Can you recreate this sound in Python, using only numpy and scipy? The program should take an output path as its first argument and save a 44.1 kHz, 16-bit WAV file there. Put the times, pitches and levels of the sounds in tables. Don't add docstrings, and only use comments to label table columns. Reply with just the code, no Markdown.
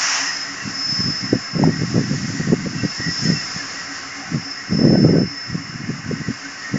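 import sys
import numpy as np
from scipy import signal
from scipy.fft import rfft, irfft
from scipy.io import wavfile
from scipy.ndimage import uniform_filter1d, map_coordinates

SR = 44100
rng = np.random.default_rng(int(sys.argv[2]) if len(sys.argv) > 2 else 0)


def transcribe(u):
    v = np.clip(np.atleast_2d(u).T, -1, 1)
    q = np.round(v * 32767).astype(np.int16)
    wavfile.write(sys.argv[1], SR, q)


N = 298998
TIME = np.arange(N) / SR
BINS = np.fft.rfftfreq(N, 1 / SR)


# freq_hz, gain_db
BLAST_EQ = [(200, -52), (550, -16.5), (750, -6.5), (1250, -2.5), (1900, 0.5), (2400, -5.5), (2750, -2),
            (3300, -13), (4300, -13), (5300, 3), (6100, -1), (7300, -8), (8000, -42.5), (8550, -32),
            (9300, -51.5)]
def air_blast(level_db=-19, shut_s=.16, fall_db_per_s=60):
    return amp(level_db - fall_db_per_s * np.maximum(TIME - shut_s, 0)) * noise(BLAST_EQ)


# time_s, level_db
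WHINE_RIDE = [(.38, -27.5), (.59, -48), (.76, -30), (.95, -23), (1.21, -28), (1.34, -36), (1.64, -35),
              (2.25, -41.5), (2.46, -48), (3.2, -27.5), (3.85, -41.5), (4.29, -45.5), (4.51, -32.5),
              (4.64, -42), (4.75, -30), (5.35, -34.5), (5.85, -45.5), (6.78, -44)]
# pitch_hz, width_hz, gain_db
SIZZLE_MODES = [(4925, 85, 4), (5058, 91, 3), (5230, 250, 4), (5540, 420, 6.5)]
def motor(full_hz=5265, climb_hz=155, spin_up_s=.7, jitter_hz=3, fade_in_s=.41, whine_share=.47):
    pitch_hz = full_hz - climb_hz * np.exp(-TIME / spin_up_s) + jitter_hz * drift(21)
    phase = 2 * np.pi * np.cumsum(pitch_hz) / SR
    tone = unit((1 + .3 * drift(60)) * np.sin(phase) + .3 * drift(60) * np.cos(phase))
    whine_gain = level(WHINE_RIDE) * np.minimum(TIME / fade_in_s, 1) ** 2
    sizzle_gain = whine_gain ** whine_share * level(HISS_RIDE) ** (1 - whine_share)
    return amp(2) * whine_gain * tone + sizzle_gain * ringing(SIZZLE_MODES)


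# freq_hz, gain_db
LOUVRE_EQ = [(20, -56.5), (55, -35.5), (95, -3), (200, -1), (380, -6), (600, -8), (730, -2), (900, -8.5),
             (1100, -0.5), (1600, -0.5), (2150, -0.5), (2300, -5.5), (2850, -3.5), (3200, -23), (4200, -38),
             (5500, -28), (9000, -46)]
# time_s, level_db
COOLING_RIDE = [(0, -37.5), (0.58, -36), (2.81, -38), (3.57, -35), (5.17, -39.5), (5.8, -39), (6.78, -37.5)]
# pitch_hz, width_hz, gain_db
ROOM_MODES = [(1085, 17, -7), (1322, 64, -5), (1535, 51, -1.5), (1625, 22, -6.5), (1735, 75, -1),
              (2026, 25, -6), (2149, 38, -2)]
def cooling_air(rush_db=.5, room_db=-2, churn_db=3.5):
    room = unit(sum(amp(db + churn_db * drift(19)) * ringing([(hz, width, 0)])
                    for hz, width, db in ROOM_MODES))
    rush = amp(rush_db) * noise(LOUVRE_EQ)
    churn = amp(room_db) * wobble(room, depth=.003, rate_hz=7.83)
    return level(COOLING_RIDE) * (rush + churn)


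def compressor(pipe_hz=278.5, turn_s=.283, first_stroke_s=.235, sharpness=4.5):
    crank = np.cos(2 * np.pi * (TIME - first_stroke_s) / turn_s)
    strong = np.exp(sharpness * (crank - 1))
    weak = amp(-10) * np.exp(-sharpness * (crank + 1))
    pipe = unit(np.sin(2 * np.pi * (pipe_hz * TIME + .094 * drift(14))))
    uneven_gain = amp(-38 + 2 * drift(6))
    return uneven_gain * (strong + weak + amp(-17)) * pipe


# time_s, level_db
HISS_RIDE = [(0.4, -39), (1.0, -36.5), (1.5, -42), (2.35, -35), (2.58, -40.5), (3.3, -34), (5.2, -46.5),
             (6.78, -40.5)]
# freq_hz, gain_db
HISS_EQ = [(3000, -7), (4200, -7.5), (4600, 1), (5300, 0), (5800, 3.5), (6300, 1.5), (6750, 2),
           (7300, -0.5), (7650, -22.5), (8000, -44), (8600, -23.5), (9200, -39.5)]
def air_hiss(trim_db=1.03, flutter_db=.7):
    return amp(trim_db + flutter_db * drift(12)) * level(HISS_RIDE) * noise(HISS_EQ)


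# peak_s, level_db, half_length_s
SPURT_SWELL = [(3.245, -32, -0.01)]
# pitch_hz, width_hz, gain_db
SPURT_MODE = [(6620, 630, 0)]
def air_spurt():
    return swells(SPURT_SWELL) * ringing(SPURT_MODE)


# pitch_hz, width_hz, gain_db
CHATTER_MODES = [(1860, 71, 2.5), (1922, 42, 3.5), (2040, 100, -7)]
# peak_s, level_db
CHATTER_ACCENTS = [(.28, -24.5), (.47, -32.5), (2.41, -32.5), (3.061, -27), (3.29, -28), (6.64, -32)]
def chatter(idle_db=-41.5, uneven_db=4.5, half_length_s=.051):
    rattle = amp(idle_db + uneven_db * np.tanh(drift(11)))
    bursts = amp(-2) * swells([(s, db, half_length_s) for s, db in CHATTER_ACCENTS])
    return np.hypot(rattle, bursts) * wobble(ringing(CHATTER_MODES), depth=.0051, rate_hz=10.26)


# peak_s, level_db, half_length_s
WIND_THUMPS = [(1.002, -18.5, 0.0074), (1.075, -22.5, .025), (1.342, -12.5, 0.013), (1.597, -12.5, 0.0062),
               (1.634, -15, .015), (1.975, -13, .026), (2.126, -19, 0.024), (2.248, -29, 0.012),
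               (2.406, -16.5, 0.0067), (2.491, -18, 0.029), (2.529, -7.5, 0.0084), (2.665, -15, 0.0092),
               (2.847, -15, 0.011), (3.007, -21, 0.0078), (3.083, -21.5, .019), (3.262, -19, .031),
               (3.303, -16, 0.031), (3.566, -30, 0.013), (4.348, -17.5, 0.022), (4.85, -11.5, 0.017),
               (5.052, -12.5, .022), (5.55, -21, .02), (5.902, -19.5, 0.014), (6.123, -19.5, 0.021),
               (6.213, -22, 0.0078), (6.294, -17.5, 0.013), (6.751, -16.5, 0.014)]
# freq_hz, gain_db
SOFT_WIND_EQ = [(20, -19), (60, -27), (85, -8), (120, 2.5), (165, 3.5), (280, -3), (400, -21.5),
                (560, -43.5), (900, -50.5), (2000, -88.5)]
# freq_hz, gain_db
HARD_WIND_EQ = [(20, -22), (60, -23), (85, -16.5), (120, -4.5), (165, 4), (280, -2.5), (400, -8.5),
                (520, -12.5), (750, -26), (1100, -40), (2500, -86)]
def wind(soft_db=-26, hard_db=-13, lumps_db=10):
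    force = np.hypot(gusts(), swells(WIND_THUMPS, lean=.07))
    hardness = np.clip((20 * np.log10(force) - soft_db) / (hard_db - soft_db), 0, 1)
    swirl = rng.standard_normal(N) * amp(lumps_db * np.tanh(drift(110)))
    pressure = (1 - hardness) * colour(swirl, SOFT_WIND_EQ) + hardness * colour(swirl, HARD_WIND_EQ)
    local_rms = np.sqrt(uniform_filter1d(uniform_filter1d(pressure ** 2, size=750), size=500))
    return amp(.5) * force * unit(pressure / local_rms ** .85)


# start_s, length_s, level_db, uneven_db
GUST_CUES = [(0.655, 0.047, -29, 3), (0.879, 0.23, -34, 5.5), (1.217, 0.12, -29, 4.5),
             (1.555, 0.15, -17.5, 4), (1.734, .17, -24, 3), (1.94, .92, -28, 3), (4.72, 0.22, -18.5, 1.5),
             (4.83, 0.39, -14, -1), (5.505, .65, -35.5, 6)]
def gusts(rise_s=.014, fall_s=.028, eddy_hz=24.6):
    eddies = np.clip(drift(eddy_hz), -2, 1.5)
    power = np.zeros(N)
    for start, length, db, uneven_db in GUST_CUES:
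        before = np.maximum(start - TIME, 0) / rise_s
        after = np.maximum(TIME - start - length, 0) / fall_s
        power += (amp(db + uneven_db * eddies) * np.exp(-before - after)) ** 2
    return np.sqrt(power)


# centre_s, level_db, pitch_hz, half_length_cycles
SLAP_HITS = [(1.331, -1.5, 366, 0.65), (1.639, -6.5, 792, 1.2), (2.531, -20, 316, 0.38),
             (6.114, -16, 450, 1.4)]
def wind_slaps():
    out = np.zeros(N)
    for s, db, hz, half_length in SLAP_HITS:
        cycles = (TIME - s) * hz
        out -= amp(db) * np.sin(2 * np.pi * cycles) * np.exp(-(cycles / half_length) ** 2)
    return out


# peak_s, level_db
SQUEAK_CUES = [(0.64, -38.5), (2.791, -39.5), (2.94, -44), (3.38, -39.5)]
def squeaks(pitch_hz=2705, width_hz=70, half_length_s=.032):
    return swells([(s, db, half_length_s) for s, db in SQUEAK_CUES]) * ringing([(pitch_hz, width_hz, 0)])


# peak_s, level_db, half_length_s
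GROAN_CUES = [(3.89, -49, .03), (4.23, -42, .055), (4.49, -46, .025)]
# pitch_hz, width_hz, gain_db
GROAN_MODES = [(720, 57, -4), (760, 130, 14.5)]
def groans():
    return swells(GROAN_CUES) * ringing(GROAN_MODES)


def yard_echoes(x, count=8, gain=.17, latest_s=.03):
    delays = (rng.uniform(.1, 1, count) * latest_s * SR).astype(int)
    echoes = sum(np.pad(x, (delay, 0))[:N] for delay in delays)
    return (x + gain * echoes) / np.sqrt(1 + count * gain ** 2)


def amp(db):
    return 10 ** (np.asarray(db) / 20)


def unit(x):
    return x / np.sqrt(np.mean(x ** 2) + 1e-20)


def level(ride):
    return amp(np.interp(TIME, *np.transpose(ride)))


def colour(x, eq):
    hz, db = np.transpose(eq)
    gain = amp(np.interp(np.log(BINS + 1), np.log(hz), db))
    return unit(irfft(rfft(x) * gain, N))


def noise(eq):
    return colour(rng.standard_normal(N), eq)


def drift(rate_hz):
    lowpass = np.exp(-(BINS / rate_hz) ** 2) * (BINS > 0)
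    return unit(irfft(rfft(rng.standard_normal(N)) * lowpass, N))


def ringing(modes):
    power = sum(amp(db) ** 2 / width / (1 + (2 * (BINS - hz) / width) ** 2) ** 2
                for hz, width, db in modes)
    return unit(irfft(rfft(rng.standard_normal(N)) * np.sqrt(power), N))


def swells(cues, lean=0):
    peak_s, db, half_length_s = np.transpose(cues)
    t = TIME[::32, None]
    age = (t - peak_s) / half_length_s
    age *= 1 - lean * np.sign(age)
    power = (amp(db) ** 2 / (1 + age ** 2 / 2) ** 3).sum(axis=1)
    return np.interp(TIME, t[:, 0], np.sqrt(power))


def wobble(x, depth, rate_hz):
    playhead = np.arange(N) + np.cumsum(depth * drift(rate_hz))
    return map_coordinates(x, [playhead], order=3, mode="mirror")


def scene():
    machinery = compressor() + motor() + chatter() + groans() + squeaks() + cooling_air()
    escaping_air = yard_echoes(air_hiss() + air_blast() + air_spurt())
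    return (machinery + escaping_air + wind() + wind_slaps())[None]


def record(dry, ceiling=.95, cutoff_hz=9100):
    rounded = dry / (1 + (dry / ceiling) ** 8) ** (1 / 8)
    lowpass = signal.firwin(511, cutoff_hz, window=("kaiser", 9), fs=SR)
    return signal.oaconvolve(rounded, lowpass[None], "same")


dry = scene()
out = record(dry)
transcribe(out)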